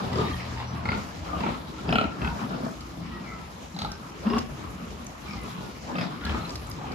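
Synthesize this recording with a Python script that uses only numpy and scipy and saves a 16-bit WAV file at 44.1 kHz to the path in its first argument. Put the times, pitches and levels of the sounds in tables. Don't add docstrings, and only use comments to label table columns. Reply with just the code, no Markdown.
import sys
import numpy as np
from scipy import signal
from scipy.io import wavfile

SR = 44100
rng = np.random.default_rng(int(sys.argv[2]) if len(sys.argv) > 2 else 0)


def digitize_waveform(pressure):
    field = np.atleast_2d(pressure).T
    bounded = np.clip(field, -1, 1)
    quanta = np.round(bounded * 32767).astype(np.int16)
    wavfile.write(sys.argv[1], SR, quanta)


N = 306054

# first slap t/s, last slap t/s, slaps, share of the swell, hurry (above 0: gaps shrink at first),
#   nominal loudest point (0 first slap, 1 last) of chest, throat and mouth, the same of snout and nose,
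#   left port's lag/ms before the stretch by resonance,
#   then nominal f/Hz and level/dB of chest, throat, mouth, snout and nose in turn,
#   breathiness level/dB, glide of all but the chest (share of f), level/dB of the snout's neighbour
#   against the snout, rasp f/Hz, rasp level/dB against the snout
GRUNTS = [(0.1305, 0.212, 4, 0.59, -0.07, 1.1, 0.42, -0.31, 195, -35, 420, -25, 1278, -27, 2770, -42, 4920, -32.5, 3, -0.091, 9, 7000, 7),
          (0.252, 0.343, 4, .9, 0.05, 0.6, 0.71, -0.25, 314, -33, 820, -60, 1210, -32, 1840, -31, 3820, -34, -4, -0.00029, -15, 2000, 2),
          (0.574, 0.651, 4, .5, 0.038, 0.57, 0.29, 0.066, 159.4, -46, 925, -36, 1060, -38, 2860, -45, 3800, -54, 2, 0.013, 0, 1900, 21.5),
          (0.8553, 0.9477, 4, 0.52, 0.18, 0.35, 0.45, 0.27, 204, -30, 915, -29.5, 1387, -27, 2164, -23.5, 4400, -32, 1.5, -0.02, -6, 2660, 5),
          (1.307, 1.352, 3, 0.64, 0.011, 0.54, 0.7, 0.35, 293, -34, 805, -35, 1226, -26, 1840, -69, 3000, -58, -4.5, -0.15, 0, 2000, 15),
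          (1.405, 1.491, 4, 0.69, 0.074, 0.62, 0.0038, 0.25, 221, -31.5, 895, -29.5, 1363, -30.5, 2410, -33.5, 4200, -43, 6, -0.21, -1, 1930, 7),
          (1.8914, 2.041, 6, 0.99, 0.23, 0.59, 0.51, 0.17, 237, -20.5, 705, -18, 1360, -16.5, 2600, -19, 4100, -25.5, -8.5, -0.049, 0, 2820, 18),
          (1.883, 1.933, 3, 0.57, -0.087, 0.9, 0.97, .12, 211, -29, 373, -25.5, 1200, -47, 3310, -63, 5020, -32, 6.5, 0.0069, 0, 2000, 15),
          (2.217, 2.275, 3, .4, 0.041, 1, 0.66, 0.23, 226, -29, 930, -35, 1465, -25, 2620, -28.5, 3280, -34, 0, 0, -5, 1940, 12),
          (2.506, 2.554, 3, 0.81, -0.1, 0, 0, 0.29, 245, -65, 690, -38, 1325, -33, 2160, -59, 3430, -47, 0, -0.087, 0, 2000, 15),
          (2.6042, 2.665, 3, 0.76, -0.12, 0.76, 0.67, 0.48, 250, -30, 650, -27.5, 1160, -55, 2220, -68, 3370, -44, -0.5, -0.028, 0, 2000, 15),
          (3.7635, 3.8473, 4, 1, -0.23, 1, 0.58, 0.19, 204, -33.5, 830, -29, 1290, -31, 2160, -37.5, 3900, -25.5, -2, 0.04, -13, 4300, 24),
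          (4.268, 4.367, 4, 0.91, -.01, 0.69, 0.64, 0.0045, 225, -37, 365, -28, 1102, -26.5, 2840, -36, 4960, -45, 5, 0.033, 3.5, 1770, 13.5),
          (5.258, 5.334, 4, 1.1, 0.038, 1.1, 0.83, 0.09, 207, -33, 820, -45, 1255, -36.5, 2380, -32.5, 5230, -38, -3.5, -0.026, -8, 4100, 0),
          (5.5514, 5.635, 4, .9, 0.0008, 0, 0.26, 0.34, 170, -34, 496, -58, 1025, -36, 2800, -65, 4000, -53, -3, -0.038, 0, 2020, 15),
          (5.903, 5.951, 2, 0.53, 0, 0.65, 0.5, 0.36, 186, -37, 600, -30.5, 1180, -45, 2550, -57, 4950, -60, 1, 0.018, 0, 2000, 15),
          (5.955, 6.041, 4, 1.1, 0.046, 0.2, 0.41, 0.19, 184, -33, 663, -28, 1225, -36, 2610, -36, 3550, -33, 2.5, -0.061, -4, 1840, 21),
          (5.965, 6.011, 3, 0.8, -0.044, 0.8, 0.89, 0.24, 187, -53, 500, -44, 1200, -55, 2550, -50, 4850, -36, 10.5, 0.0028, 0, 2000, 15),
          (6.215, 6.371, 7, 1.1, 0.043, 1, 0.75, 0.088, 209, -38, 940, -36.5, 1390, -37.5, 2500, -40, 3900, -49, 3, -0.22, -1, 1390, 22.5),
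          (6.211, 6.2945, 4, 0.79, -0.16, 0.2, 0.69, 0.029, 205, -53, 500, -55, 1610, -45, 2920, -44, 3550, -39, 5, -0.15, 0, 2000, 15),
          (6.413, 6.493, 3, .9, -0.024, 0.9, 0.73, 0.16, 200, -61, 626, -43, 1180, -49, 1850, -56, 4080, -42, 2, 0.013, 0, 2000, 15),
          (6.786, 6.93, 6, 1.05, -0.1, 0.41, 0.96, 0.23, 188, -40.5, 820, -33, 1165, -38, 2530, -48, 4000, -63, 4, -0.048, -3, 2000, 10)]


def from_db(db):
    return 10 ** (np.asarray(db) / 20)


def rms_one(x):
    return x / np.sqrt(np.mean(x ** 2) + 1e-20)


def in_time(rows, outside=None):
    s, *columns = np.transpose(rows)
    return [np.interp(np.arange(N) / SR, s, c, outside, outside) for c in columns]


def at_hz(points, hz):
    point_hz, values = np.array(points).T
    return np.interp(np.log(hz), np.log(point_hz), values)


def drift(rate_hz):
    r = np.exp(-2 * np.pi * rate_hz * 40 / SR)
    noise = rng.standard_normal(N // 40 + 2002)
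    slow = signal.lfilter([1], [1, -2 * r, r * r], noise)[2000:]
    return np.interp(np.arange(N) / 40, np.arange(len(slow)), rms_one(slow))


def ring(x, hz, width_hz):
    r, w = np.exp(-np.pi * width_hz / SR), 2 * np.pi * hz / SR
    return signal.lfilter([0, np.sin(w)], [1, -2 * r * np.cos(w), r * r], x)


def bloom(x, hz, width_hz):
    twice = ring(ring(x, hz, width_hz), hz, width_hz)
    return twice * 2 * np.pi * np.e * width_hz / SR


def add(out, sound, s, lag_ms=0.):
    for side, late in zip(out, (lag_ms / 2000, -lag_ms / 2000)):
        i = round((s + late) * SR)
        side[i:i + len(sound)] += sound[:N - i]


def swell(start, length, level_db, rise_db_per_s, fall_db_per_s, hold_gain_db=0.):
    t = np.arange(0, N + 40, 40) / SR - start
    db = level_db + np.minimum(t, 0) * rise_db_per_s - np.maximum(t - length, 0) * fall_db_per_s
    db += hold_gain_db * (np.clip(t / length, 0, 1) - 1)
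    return np.repeat(from_db(db), 40)[:N]


def grunts(rasp_click=0.11, puff_s=0.0085, leak_share=0.065, side_above=1.17, side_spread=2.4,
           rasp_width_hz=690.0):
    width_hz = [78.5, 170, 91, 232, 420]
    swell_db = [7.4, 8.9, 27, 11.2, 10.5]
    peak_shift = [-0.11, -0.07, -0.034, -0.081, 0.043]
    puff_gain = [.06, .045, .045, .04, .035]
    lag_stretch = [1, 1, 1, 1.65, 1.65]
    swell_shape = 2.1
    slap_scatter = .015

    out, size = np.zeros((2, N)), SR // 9
    t = np.arange(size) / SR
    click = t == 0
    for (first, last, slaps, share, hurry, low_top, high_top, lag_ms, *tract,
         air_db, glide, side_db, rasp_hz, rasp_db) in GRUNTS:
        places = np.linspace(0, 1, round(slaps))
        times = first + (last - first) * (places + hurry * places * (1 - places) ** 2)
        leak = leak_share * (t < (last - first) / (len(places) - 1))
        gate = np.exp(-t / puff_s) + leak
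        for place, s in zip(places, times):
            for k, (hz, level_db) in enumerate(zip(tract[::2], tract[1::2])):
                top = high_top if k >= 3 else low_top
                chance_db, shift = rng.standard_normal(2) * [1.0, slap_scatter]
                from_top = abs((place - top - peak_shift[k]) / max(top, 1 - top))
                effort_db = chance_db - share * swell_db[k] * from_top ** swell_shape
                hz = hz * (1 + shift + glide * (place - .5) * (k > 0))
                puff = puff_gain[k] * from_db(air_db) * gate * rng.standard_normal(size)
                air = puff + click
                sound = bloom(air, hz, width_hz[k])
                if k == 3:
                    sound += from_db(side_db) * bloom(air, side_above * hz, side_spread * width_hz[k])
                    rasp = ring(1.51 * puff + rasp_click * click, rasp_hz, rasp_width_hz)
                    sound += from_db(rasp_db) * rasp
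                add(out, from_db(level_db + effort_db) * sound, s, lag_ms * lag_stretch[k])
    return out


def breath():
    base_db = [-34.5, -39, -46]
    follows = [0.38, 1, 0.28]
    rise_db_per_s, fall_db_per_s, growth_db = 180, 183, 5.5

    power = np.zeros((3, N))
    for row in GRUNTS:
        first, last, air_db = row[0], row[1], row[18]
        chest_db, throat_db, mouth_db, snout_db = row[9:16:2]
        for k, ring_db in enumerate((chest_db, max(throat_db, mouth_db), snout_db)):
            level_db = base_db[k] + follows[k] * (ring_db + 30) + air_db
            gain = swell(first, last - first, level_db, rise_db_per_s, fall_db_per_s, growth_db)
            power[k] += gain ** 2
    return power


def whines(lag_ms=.03, edge=.4):
    # start t/s, length t/s, from f/Hz, to f/Hz, level/dB before the fades at both ends
    whine_list = [(.10, 0.13, 175.7, 191, -37.5), (0.124, 0.043, 2000, 1950, -43),
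                  (.22, 0.061, 1190, 1180, -41), (0.328, 0.022, 3220, 3270, -44),
                  (0.166, 0.054, 385, 420, -30.5), (0.169, 0.18, 3660, 3870, -48),
                  (0.558, 0.069, 897, 916, -40.5), (.64, 0.12, 5800, 5920, -56),
                  (.68, 0.051, 4900, 4900, -59), (.57, .07, 4900, 4700, -53),
                  (0.759, 0.058, 1118, 1120, -43.5), (0.902, .012, 4565, 4760, -37.5),
                  (0.927, 0.013, 1410, 1400, -31), (0.967, 0.028, 192, 197, -30),
                  (1.29, 0.11, 1202, 1211, -42.5), (1.773, 0.054, 1350, 1360, -44),
                  (1.925, .14, 451, 397.3, -36), (2.049, 0.011, 263, 240, -24),
                  (2.02, 0.17, 1404, 1338, -48), (2.264, 0.071, 940, 916, -37), (2.93, 0.26, 170, 170, -39),
                  (3.109, 0.088, 1910, 1910, -47.5), (3.121, 0.056, 1270, 1287, -44),
                  (3.136, 0.064, 352, 356, -44), (3.221, 0.13, 2370, 2190, -51),
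                  (3.253, 0.089, 2110, 2090, -49.5), (3.244, .16, 1995, 2040, -52.5),
                  (3.248, 0.17, 1333, 1323, -45.5), (3.74, 0.038, 190, 179, -35),
                  (3.742, 0.015, 4130, 4000, -48), (3.854, 0.043, 1233, 1197, -42.5),
                  (3.878, 0.1, 1566, 1540, -51), (4.257, 0.037, 216, 208, -22),
                  (4.285, 0.08, 232, 228, -31.5), (4.306, 0.061, 392, 438, -31),
                  (4.3, 0.015, 5200, 5100, -43), (4.308, 0.075, 717, 760, -39),
                  (4.324, 0.036, 1070, 1158, -35.5), (4.355, 0.018, 1150, 1110, -39),
                  (4.354, 0.029, 233, 217, -24.5), (4.267, 0.017, 1850, 1820, -44),
                  (5.28, 0.072, 2350, 2100, -50), (5.34, 0.063, 800, 813, -48.5),
                  (6.05, 0.078, 3500, 3420, -56), (6.211, 0.084, 1450, 1330, -44),
                  (5.351, 0.09, 2130, 2005, -49), (5.33, 0.032, 1228, 1230, -44),
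                  (5.562, 0.16, 1480, 1404, -53.5), (5.93, 0.13, 189.3, 172, -32),
                  (6.244, 0.053, 1684, 1690, -40), (6.337, 0.012, 4100, 4090, -46),
                  (6.341, 0.1, 1350, 1245, -42), (6.46, 0.16, 1230, 1143, -50),
                  (6.416, 0.013, 4090, 4100, -45), (6.449, 0.016, 4050, 4130, -41.5)]
    width_at_1khz_hz, width_power = 65, .6
    steady = 1.4

    out = np.zeros((2, N))
    for start, length, from_hz, to_hz, level_db in whine_list:
        size = round(length * SR)
        width_hz = width_at_1khz_hz * (from_hz / 1000) ** width_power
        phase = 2 * np.pi * np.cumsum(np.linspace(from_hz, to_hz, size)) / SR
        r = np.exp(-np.pi * width_hz / SR)
        noise = rng.standard_normal((2, size + SR // 10))
        a, b = rms_one(signal.lfilter([1], [1, -2 * r, r * r], noise)[:, -size:])
        tone = (steady + a) * np.sin(phase) + b * np.cos(phase)
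        add(out, from_db(level_db) * rms_one(tone) * np.hanning(size) ** edge, start, lag_ms)
    return out


def groan(waver_db=0.5):
    # t/s, fundamental f/Hz, level/dB that the partials are counted from
    course = [(0.04, 40.95, -50), (0.132, 40.84, -36.5), (0.272, 40.6, -41.5), (0.55, 40.55, -42.5),
              (0.82, 40.35, -42.5), (0.89, 40, -39), (0.95, 37, -55)]
    # multiple of the fundamental, level/dB against the course
    partial_list = [(2, 2), (3, 1.5), (4, -29), (5, -7.5), (6, -8.5)]
    pitch_hz = in_time(course)[0]
    level_db = in_time(course, outside=-120)[1]
    phase = 2 * np.pi * np.cumsum(pitch_hz) / SR
    partials = sum(from_db(db + waver_db * drift(3.3)) * np.sin(k * phase) for k, db in partial_list)
    return np.sqrt(2) * from_db(level_db) * partials


def ticks(spread=0.12, lag_ms=-0.092):
    # t/s, peak level/dB, brightest f/Hz
    tick_list = [(2.8077, -34, 4960), (3.917, -26.5, 5430), (4.0981, -39, 5500), (4.3826, -26.5, 2840),
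                 (4.384, -25.5, 6140), (4.388, -24, 5040), (4.8534, -47, 10600), (5.045, -40, 11500),
                 (5.0662, -29, 6340), (5.4134, -46, 10300), (5.435, -40, 10600), (6.251, -25.5, 4300),
                 (6.494, -30, 4700), (6.505, -27, 5170), (6.556, -25.5, 4820), (6.5714, -46, 5920),
                 (6.6694, -39, 7530), (6.6977, -37, 11400), (6.7125, -30, 5130), (6.919, -32, 4940)]
    t60_s = 0.029
    out, t = np.zeros((2, N)), np.arange(SR // 8) / SR
    for s, peak_db, hz in tick_list:
        dying = rng.standard_normal(len(t)) * from_db(-60 * t / t60_s)
        crack = ring(dying, hz, spread * hz)
        add(out, from_db(peak_db) * crack / np.abs(crack).max(), s, lag_ms)
    return out


def thuds():
    # t/s, length held t/s, level/dB before the throb
    thud_list = [(0.348, .03, -36), (.54, 0.036, -38), (.83, 0.084, -33), (0.928, 0.03, -33.5),
                 (1.2, 0.04, -39), (1.352, 0.17, -38.5), (1.74, 0.037, -51), (1.91, 0.093, -34),
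                 (2.06, 0.017, -35), (2.288, 0.0075, -27), (3.0, 0.11, -46), (3.3, 0.054, -50),
                 (3.84, 0.067, -40), (4.378, 0.0074, -28), (4.518, 0.017, -34), (4.679, 0.03, -38),
                 (4.89, 0.072, -43), (5.37, 0.058, -37), (6.26, 0.15, -35.5), (6.37, 0.013, -36),
                 (6.547, 0.18, -38.5)]
    rise_db_per_s, fall_db_per_s = 192, 263
    return sum(swell(*row, rise_db_per_s, fall_db_per_s) ** 2 for row in thud_list)


def throb(rate_hz, wander=0.42, sharp=7.6):
    cycle = np.cumsum(rate_hz * np.exp(wander * drift(4.6)) / SR) % 1
    return rms_one(np.exp(-sharp * cycle))


def register_gains():
    # t/s, level/dB of the chests' band, of the mouths' band,
    #   of the snouts' band, of the rustle's band
    murmur = [(0.0, -32.5, -34.5, -44, -54), (0.27, -35, -38, -41.5, -53), (0.45, -41.5, -39, -44.5, -55.5),
              (0.85, -38, -39.5, -48.5, -59.5), (0.95, -42.5, -41, -47, -55.5),
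              (1.85, -38.5, -42, -48.5, -56.5), (2.05, -38, -40.5, -46, -56.5), (2.57, -37, -39, -49, -57),
              (2.74, -42, -45.5, -49, -54), (3.19, -38, -42.5, -48.5, -60.5), (3.54, -44, -45.5, -51, -56),
              (4.33, -40.5, -44, -49, -57), (4.89, -38.5, -42.5, -48.5, -56.5), (5.2, -46, -45, -51.5, -57),
              (5.43, -38.5, -42, -46, -53.5), (5.82, -44.5, -45, -50.5, -57.5),
              (6.2, -41.5, -45, -49.5, -57.5), (6.43, -39, -39, -48, -54.5), (6.63, -40, -41.5, -48, -55),
              (6.94, -48, -52.5, -57, -58.5)]
    rumble_db = -47.5
    power = from_db([np.full(N, rumble_db), *in_time(murmur)]) ** 2
    power[0] += thuds()
    power[1:4] += breath()
    return np.sqrt(power)


def herd(bass_patchy_db=2.5, treble_patchy_db=1.85, shared_db=1.11, throb_share=0.11):
    register_edges_hz = [110, 450, 1600, 5500]
    # f/Hz, relative level/dB per Hz
    colour = [(25, -68), (60, 12.5), (105, -1), (190, 2.5), (440, -9.5), (1250, -8), (1750, -21.5),
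              (5200, -30.5), (7500, -111), (11000, -77.5), (16000, -140)]
    # f/Hz, correlation (-1 to 1)
    likeness = [(60, 0.94), (150, 0.99), (260, 0.58), (420, 0.38), (950, -0.26), (2380, 0.13),
                (5000, 0.091), (9000, 0.19), (15000, 0.34)]

    registers = np.zeros((5, 2, N))
    band_edges_hz = 28 * 2 ** np.arange(0, 9.4, .4)
    throbs = [throb(hz) for hz in (30.1, 33.95, 35.6, 38.3, 46.7)]
    together = drift(6.3)
    white = rng.standard_normal((2, 2, N))
    for k, (low, high) in enumerate(zip(band_edges_hz, band_edges_hz[1:])):
        band = signal.butter(2, [low, high], "band", fs=SR, output="sos")
        mid, side = signal.sosfilt(band, white[k % 2])
        hz = np.sqrt(low * high)
        alike = np.clip(at_hz(likeness, hz), -1, 1)
        patchy_db = bass_patchy_db if hz < register_edges_hz[2] else treble_patchy_db
        gain = from_db(at_hz(colour, hz) + patchy_db * drift(7.7) + shared_db * together)
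        stereo = np.sqrt(1 + alike) * mid + np.sqrt(1 - alike) * side * [[1], [-1]]
        registers[np.searchsorted(register_edges_hz, hz)] += gain * stereo
    return sum(level * rms_one(noise) * (1 - throb_share + throb_share * beat)
               for noise, level, beat in zip(registers, register_gains(), throbs))


def shed(x):
    t60_s, wall_cut_hz = 0.42, 6400
    out, dull = np.zeros((2, N)), np.exp(-2 * np.pi * wall_cut_hz / SR)
    lags = (rng.uniform(.012, 0.051, 16) * SR).astype(int)
    for k, lag in enumerate(lags):
        loop, gain, state = x.copy(), from_db(-60 * lag / SR / t60_s), [0.]
        for i in range(lag, N, lag):
            back, state = signal.lfilter([gain * (1 - dull)], [1, -dull], loop[i - lag:i], zi=state)
            loop[i:i + lag] += back[:N - i]
        out[k % 2] += (loop - x) * (-1) ** (k // 2)
    return out


def scene():
    echo_db = -13.5
    near = grunts() + whines() + ticks()
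    echo = shed(near[0] + 1e-18)
    return near + from_db(echo_db) * echo + groan() + herd()


def record(dry):
    left_db, left_below_hz = 1.8, 4000
    dip_db, dip_hz = -3.5, [4300, 6500]
    bass_cut_hz, cutoff_hz = 42, 16150
    lows = signal.sosfilt(signal.butter(1, left_below_hz, fs=SR, output="sos"), dry)
    level = dry + lows * (from_db([[left_db / 2], [-left_db / 2]]) - 1)
    band = signal.sosfilt(signal.butter(1, dip_hz, "band", fs=SR, output="sos"), dry)
    level = level + band * (from_db([[dip_db / 2], [-dip_db / 2]]) - 1)
    level = signal.sosfilt(signal.butter(4, bass_cut_hz, "high", fs=SR, output="sos"), level)
    return signal.sosfilt(signal.cheby2(20, 70, cutoff_hz, fs=SR, output="sos"), level)


dry = scene()
out = record(dry)
digitize_waveform(out)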